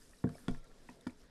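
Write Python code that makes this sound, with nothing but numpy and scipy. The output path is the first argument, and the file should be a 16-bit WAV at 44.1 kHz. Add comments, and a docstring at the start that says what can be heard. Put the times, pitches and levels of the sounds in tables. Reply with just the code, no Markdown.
"""Grain poured into a tub

Close in a shed, dry grain trickles from a plastic bucket into a thick plastic tub of water: a patchy
hiss and dense short pats, with single kernels as fuzzy ringing ticks and plops or as treble snaps.
A stirring paddle knocks the wall and rings its modes, with sparse taps for the shed's reverberation.
Behind lie the tub's hum, slosh and room air, a slow rumble and a faint wavering tone. Nearly mono."""
import sys
import numpy as np
from scipy import signal
from scipy.fft import rfft, irfft
from scipy.io import wavfile
from scipy.ndimage import uniform_filter1d

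SR = 44100
rng = np.random.default_rng(int(sys.argv[2]) if len(sys.argv) > 2 else 0)


def transcribe(u):
    """Save the signal u as a 16-bit wav file named by the first command-line argument.

    u: samples, shape (n,) or (channels, n), limited to [-1, 1]; the rate is SR.
    q: integer samples, one column per channel.
    """
    v = np.clip(np.atleast_2d(u).T, -1, 1)
    q = np.round(v * 32767).astype(np.int16)
    wavfile.write(sys.argv[1], SR, q)


def convert_level_to_amplitude(level_db):
    """Map a level in decibels to its linear amplitude factor."""
    exponent = np.asarray(level_db, float) / 20
    return 10 ** exponent


N = 57330  # 1.3 s

# level of the falling grain: start_s, level_db
POUR_LEVEL = [(0, -72), (.12, -75), (.2, -73), (.28, -77), (.34, -72), (.45, -72), (.52, -68.5),
              (.57, -70.5), (.61, -77.5), (.68, -76), (.78, -74.5), (.86, -73), (.92, -70.5), (1.0, -76.5),
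              (1.1, -74), (1.15, -77.5), (1.21, -71.5), (1.3, -80)]
# relative spectrum of the falling grain: pitch_hz, level_db (per Hz)
GRAIN_SPECTRUM = [(1200, -41), (2000, -11.5), (2700, -10.5), (3700, -8.5), (5000, -5.5), (6500, -9.5),
                  (8500, -9), (10500, -12), (11800, -12.5), (13000, -12), (15500, -20.5)]
# gain of the grain's top treble: start_s, level_db
SHEEN_LEVEL = [(0, 5), (.12, 5), (.25, 1.5), (.4, 5.5), (.5, -4), (.6, -2), (.9, -2.5), (1.3, -4)]
# single kernels ticking or plopping: start_s, level_db, pitch_hz (centre), t60_s
TICKS = [(.019, -61.5, 1670, 0.028), (.019, -59, 4800, 0.023), (.133, -60.5, 1840, 0.069),
         (0.132, -69, 1315, 0.051), (0.135, -63, 2560, 0.016), (.187, -57.5, 4140, .02),
         (0.209, -70, 4600, 0.018), (0.272, -53, 1570, 0.06), (.346, -59.5, 2300, 0.027),
         (.3535, -45.5, 590, 0.023), (.3535, -54, 440, 0.033), (.354, -53, 5210, 0.012),
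         (0.382, -50, 1710, 0.013), (0.715, -55, 1700, 0.0096), (0.808, -64.5, 2900, 0.014),
         (0.8878, -49.5, 1920, .05), (0.89, -51.5, 2470, 0.035), (.890, -46.5, 960, 0.027),
         (1.01, -58.5, 3690, .025), (1.054, -65, 1800, 0.031), (1.097, -46, 2220, 0.0083),
         (1.105, -58, 3850, 0.015)]
# dry kernels snapping: start_s, level_db (rms before decay), lowest_hz
SNAPS = [(0.033, -65.5, 5700), (.094, -61.5, 6000), (.110, -61, 5030), (.148, -67.5, 5630),
         (0.292, -82, 3500), (.325, -75, 8000), (0.35, -64, 7000), (.392, -60, 8900), (.511, -56.5, 3000),
         (0.569, -71, 6000), (0.643, -60.5, 5600), (0.898, -59.5, 4000), (0.907, -82, 4970),
         (1.077, -56.5, 4450), (1.01, -59.5, 4960), (1.106, -63.5, 7000)]
# paddle on the wall: start_s, strength_db, contact_ms, deep_modes_db, high_modes_db, crack_db,
# free_share (of the ring time left to the modes below the high ones)
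KNOCKS = [(.2400, -41, 0.48, -7, 16.5, -26, 0.27), (0.2411, -25, 1.09, 1.5, -18, -31.5, 0.65),
          (0.291, -46, 0.38, -4, 5.5, -1, 0.92), (0.4821, -34, 0.37, 2, 11.5, -3, 0.7),
          (.490, -46.5, 0.44, 4.5, 9, -2, 0.94), (0.5475, -55.5, 0.27, -28, 14, -7, 0.31),
          (0.695, -55, 0.55, -8, -19, -31, 0.2), (.8912, -50.5, 0.34, -3.5, -10, -18, 0.64),
          (1.0664, -35, 1.29, -1, -17, -40, 0.45), (1.068, -46, 0.34, -20.5, 12.5, -3.5, 0.48),
          (1.0703, -44.5, 0.087, 7, 7.5, 2, 0.4)]
# modes of the tub wall: pitch_hz, level_db (relative), t60_s (ringing freely)
TUB_MODES = [(62.8, -16.5, 0.86), (98, -11.5, 0.28), (130.6, -1.5, 0.16), (152, -8, 0.36), (187.8, 3, 0.13),
             (245, 2, 0.19), (282, -7.5, 0.16), (423.8, -4, 0.13), (448.2, -12.5, 0.18), (522, -18, 0.24),
             (590, -26, 0.3), (692.4, -14, 0.21), (960, -14.5, 0.031), (1111, -7.5, 0.013),
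             (1410, -6.5, 0.017), (1700, -6, 0.013), (1876, -23.5, 0.017), (2300, -23, 0.056),
             (3000, -24.5, 0.037), (3440, -16, .03)]
# relative spectrum of the crack of a knock: pitch_hz, level_db
CRACK_SPECTRUM = [(300, -3), (1200, 3), (2300, -7), (3300, 1), (5000, -9), (7000, -11.5), (9000, -10.5),
                  (11000, -22), (13000, -28)]
# reverberation of the shed: pitch_hz, t60_s
SHED_DECAY = [(100, 0.067), (500, .3), (2000, 0.12), (8000, 0.14)]
# level of the tub's hum: start_s, level_db
HUM_LEVEL = [(0, -66.5), (.13, -71), (.22, -69.5), (.45, -63), (.65, -79.5), (.8, -65.5), (1, -68),
             (1.3, -72.5)]
# relative spectrum of slosh and room air: pitch_hz, level_db (per Hz)
ROOM_SPECTRUM = [(24, -50), (40, 5.5), (60, -7.5), (139, -7), (207, -40), (239, -4), (314, -9.5),
                 (467, -5.5), (520, -9.5), (682, -10), (720, -17), (1780, -22.5), (3000, -31.5),
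                 (3900, -26.5), (6600, -120)]
# slosh over its base level: start_s, level_db
STIR_LEVEL = [(0, -14), (.2, -14), (.4, -11), (.6, -7), (.8, -10.5), (.95, -10.5), (1.15, -16), (1.3, -6)]
# level of the lowest rumble: start_s, level_db
RUMBLE_LEVEL = [(0.0, -53), (0.024, -61.5), (0.466, -64), (0.51, -36), (0.596, -49.5), (0.672, -59),
                (0.824, -56), (0.858, -63), (0.926, -65), (0.952, -69), (1.146, -68), (1.3, -64.5)]
# level of the faint tone: start_s, level_db
TONE_LEVEL = [(0, -120), (.54, -120), (.565, -82), (.59, -69), (.612, -88), (.652, -69), (.678, -90),
              (.71, -74), (.735, -90), (.76, -120)]
# treble roll-off of the whole mix: pitch_hz, level_db
TREBLE_ROLLOFF = [(10, 0), (11000, 0), (12500, -5), (14000, -12), (16000, -17)]


def evened(x):
    """Scales to rms 1."""
    return x / np.sqrt(np.mean(x ** 2) + 1e-20)


def read(points, hz):
    """Reads a spectrum on a log-frequency axis."""
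    point_hz, value = np.transpose(points)
    return np.interp(np.log(hz + 1), np.log(point_hz + 1), value)


def curve(points):
    """Turns a dB curve over time into gain."""
    s, db = np.transpose(points)
    return convert_level_to_amplitude(np.interp(np.arange(N) / SR, s, db))


def add(mix, start_s, sound):
    """Mixes a sound in at its start time, cut at the end of the mix."""
    part = mix[round(start_s * SR):][:len(sound)]
    part += sound[:len(part)]


def coloured(x, points):
    """Filters by a spectrum in dB."""
    hz = np.fft.rfftfreq(len(x), 1 / SR)
    return irfft(rfft(x) * convert_level_to_amplitude(read(points, hz)), len(x))


def resonate(x, hz, width_hz):
    """Passes sound through one fixed resonance."""
    r = np.exp(-np.pi * width_hz / SR)
    return signal.lfilter([1 - r], [1, -r * np.exp(2j * np.pi * hz / SR)], x).real


def patchy(points, patchy_db):
    """Noise of a given spectrum whose level drifts in patches over time and frequency."""
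    real, imag, patches = rng.standard_normal((N // 128 + 5, 257, 3)).T
    patches = uniform_filter1d(patches, size=8, axis=0)  # over frequency
    patches = evened(uniform_filter1d(patches, size=12, axis=1))  # over time
    cells = (real + 1j * imag) * convert_level_to_amplitude(patchy_db * patches)
    noise = signal.istft(cells, nperseg=512, noverlap=384)[1][:N]
    return evened(coloured(noise, points))


def patter():
    """Random kernels each excite one of 24 short decaying rings."""
    grains_per_s, spread_db = 2100, -1.5
    struck = rng.random(N) < grains_per_s / SR
    size = convert_level_to_amplitude(spread_db * np.minimum(rng.exponential(1, N), 4)) * struck
    kind = rng.integers(0, 24, N)
    t = np.arange(200) / SR
    pats = np.zeros(N)
    for k, hz in enumerate(np.geomspace(1500, 13000, num=24)):
        ring = np.sin(2 * np.pi * hz * t) * np.exp(-t * hz / 2.9) * np.sqrt(hz)
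        pats += signal.oaconvolve(size * (kind == k), ring)[:N] * np.sqrt(hz)
    return evened(coloured(pats, GRAIN_SPECTRUM))


def pour():
    """Massed kernels blur into a hiss, over separate pats; the top treble has its own level."""
    patter_db, sheen_hz = -1, 7000
    hiss = patchy(GRAIN_SPECTRUM, patchy_db=2.0)
    grain = curve(POUR_LEVEL) * (hiss + convert_level_to_amplitude(patter_db) * patter())
    body = signal.filtfilt(*signal.butter(2, sheen_hz, fs=SR), grain)
    return body + curve(SHEEN_LEVEL) * (grain - body)


def tick(level_db, hz, t60_s):
    """A kernel's ring: three slightly detuned sines make it fuzzy, with a soft start."""
    rise_s = .0012
    t = np.arange(3000) / SR
    detune = 1 + .025 * rng.standard_normal((3, 1))
    ring = np.sin(2 * np.pi * hz * detune * t).sum(0) / 2
    return convert_level_to_amplitude(level_db - 60 * t / t60_s) * np.minimum(t / rise_s, 1) * ring


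def snap(level_db, lowest_hz):
    """A dry kernel's snap: a broad, bright burst of treble noise that dies at once."""
    t60_s = 0.015
    t = np.arange(1500) / SR
    spectrum = [(lowest_hz / 2, -30), (lowest_hz, 0), (10500, -2), (14000, -22)]
    burst = evened(coloured(rng.standard_normal(len(t)), spectrum))
    return burst * convert_level_to_amplitude(level_db - 60 * t / t60_s)


def knock(strength_db, contact_ms, deep_db, high_db, crack_db, free_share):
    """A half-sine push rings the wall's modes; a short crack rides on top."""
    deep_hz, high_hz, place_db = 210, 800, 3.5
    bloom_cycles, wall_cut_hz = .45, 95
    crack_t60_s, crack_rise_s = .014, .0004
    t = np.arange(SR // 2) / SR
    hz, db, t60_s = np.transpose(TUB_MODES)[:, :, None]
    db = db + deep_db * (hz < deep_hz) + high_db * (hz > high_hz)
    db = db + place_db * rng.standard_normal(hz.shape)  # each blow lands elsewhere
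    t60_s = t60_s * np.where(hz < high_hz, free_share, 1)
    # modes swell over part of a cycle
    bloom = np.sin(np.pi / 2 * np.minimum(t * hz / bloom_cycles, 1)) ** 2
    modes = bloom * convert_level_to_amplitude(db - 60 * t / t60_s) * np.sin(2 * np.pi * hz * t)
    ring = -modes.sum(0)
    # the wall radiates no deep bass
    ring = signal.lfilter(*signal.butter(3, wall_cut_hz, "high", fs=SR), ring)
    push = np.sin(np.pi * np.clip(t[:300] * 1000 / max(contact_ms, .05), 0, 1))
    pushed = np.convolve(ring, push / push.sum())[:len(t)]
    crack = evened(coloured(rng.standard_normal(len(t)), CRACK_SPECTRUM))
    crack = crack * convert_level_to_amplitude(crack_db - 60 * t / crack_t60_s) * np.minimum(t / crack_rise_s, 1)
    return convert_level_to_amplitude(strength_db) * (pushed + crack)


def shed(x):
    """Reverberation: sparse taps of random sign, each band dying at its own speed."""
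    level_db, cut_hz = -11, 350
    taps = np.zeros(SR // 2)
    at = np.arange(200, len(taps) - 20, 20)
    taps[at + rng.integers(0, 20, len(at))] = rng.choice([-1., 1.], len(at))
    hz, t, cells = signal.stft(taps, SR, nperseg=512)
    decay = convert_level_to_amplitude(-60 * t / read(SHED_DECAY, hz)[:, None])
    tail = signal.istft(cells * decay, SR, nperseg=512)[1]
    x = signal.lfilter(*signal.butter(1, cut_hz, "high", fs=SR), x)
    return convert_level_to_amplitude(level_db) * signal.fftconvolve(x, tail / np.linalg.norm(tail))[:N]


def hum():
    """Stirred water keeps the tub humming: noise feeds each of its modes."""
    total = np.zeros(N)
    for hz, db, t60_s in TUB_MODES:
        mode = resonate(rng.standard_normal(N), hz, width_hz=3.6 / t60_s)
        total += convert_level_to_amplitude(db) * evened(mode)
    return curve(HUM_LEVEL) * evened(total)


def slosh():
    """Stirred water and room air as one patchy noise."""
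    base_db = -56
    return convert_level_to_amplitude(base_db) * curve(STIR_LEVEL) * patchy(ROOM_SPECTRUM, patchy_db=4.0)


def rumble():
    """Very low, slow sway of the air: noise through the same resonance twice."""
    hz, width_hz = 15, 12.7  # width of each pass
    once = resonate(rng.standard_normal(N), hz, width_hz)
    return curve(RUMBLE_LEVEL) * evened(resonate(once, hz, width_hz))


def tone():
    """A narrow tone whose pitch wavers at random as it throbs in and out."""
    centre_hz, waver_hz = 1365, 20  # waver is rms
    waver = evened(uniform_filter1d(rng.standard_normal(N), size=600))
    phase = 2 * np.pi * np.cumsum(centre_hz + waver_hz * waver) / SR
    return curve(TONE_LEVEL) * np.sqrt(2) * np.sin(phase)


def scene():
    """Knocks, ticks and snaps in the shed over the steady layers, the lows leaning slightly left."""
    side_db, side_hz = -36, 1100
    hits = np.zeros(N)
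    for make, rows in ((knock, KNOCKS), (tick, TICKS), (snap, SNAPS)):
        for start_s, *settings in rows:
            add(hits, start_s, make(*settings))
    mid = hits + shed(hits) + pour() + slosh() + hum() + rumble() + tone()
    side = convert_level_to_amplitude(side_db) * signal.lfilter(*signal.butter(2, side_hz, fs=SR), mid)
    return np.array([mid + side, mid - side])


def top_cut(x):
    """Nothing passes above the cut-off."""
    return signal.sosfilt(signal.butter(12, 15530, fs=SR, output="sos"), x)


def record(dry):
    """Rolls off the top treble of both channels to finish the mix."""
    mix = np.array([coloured(x, TREBLE_ROLLOFF) for x in dry])
    return top_cut(mix)


dry = scene()
out = record(dry)
transcribe(out)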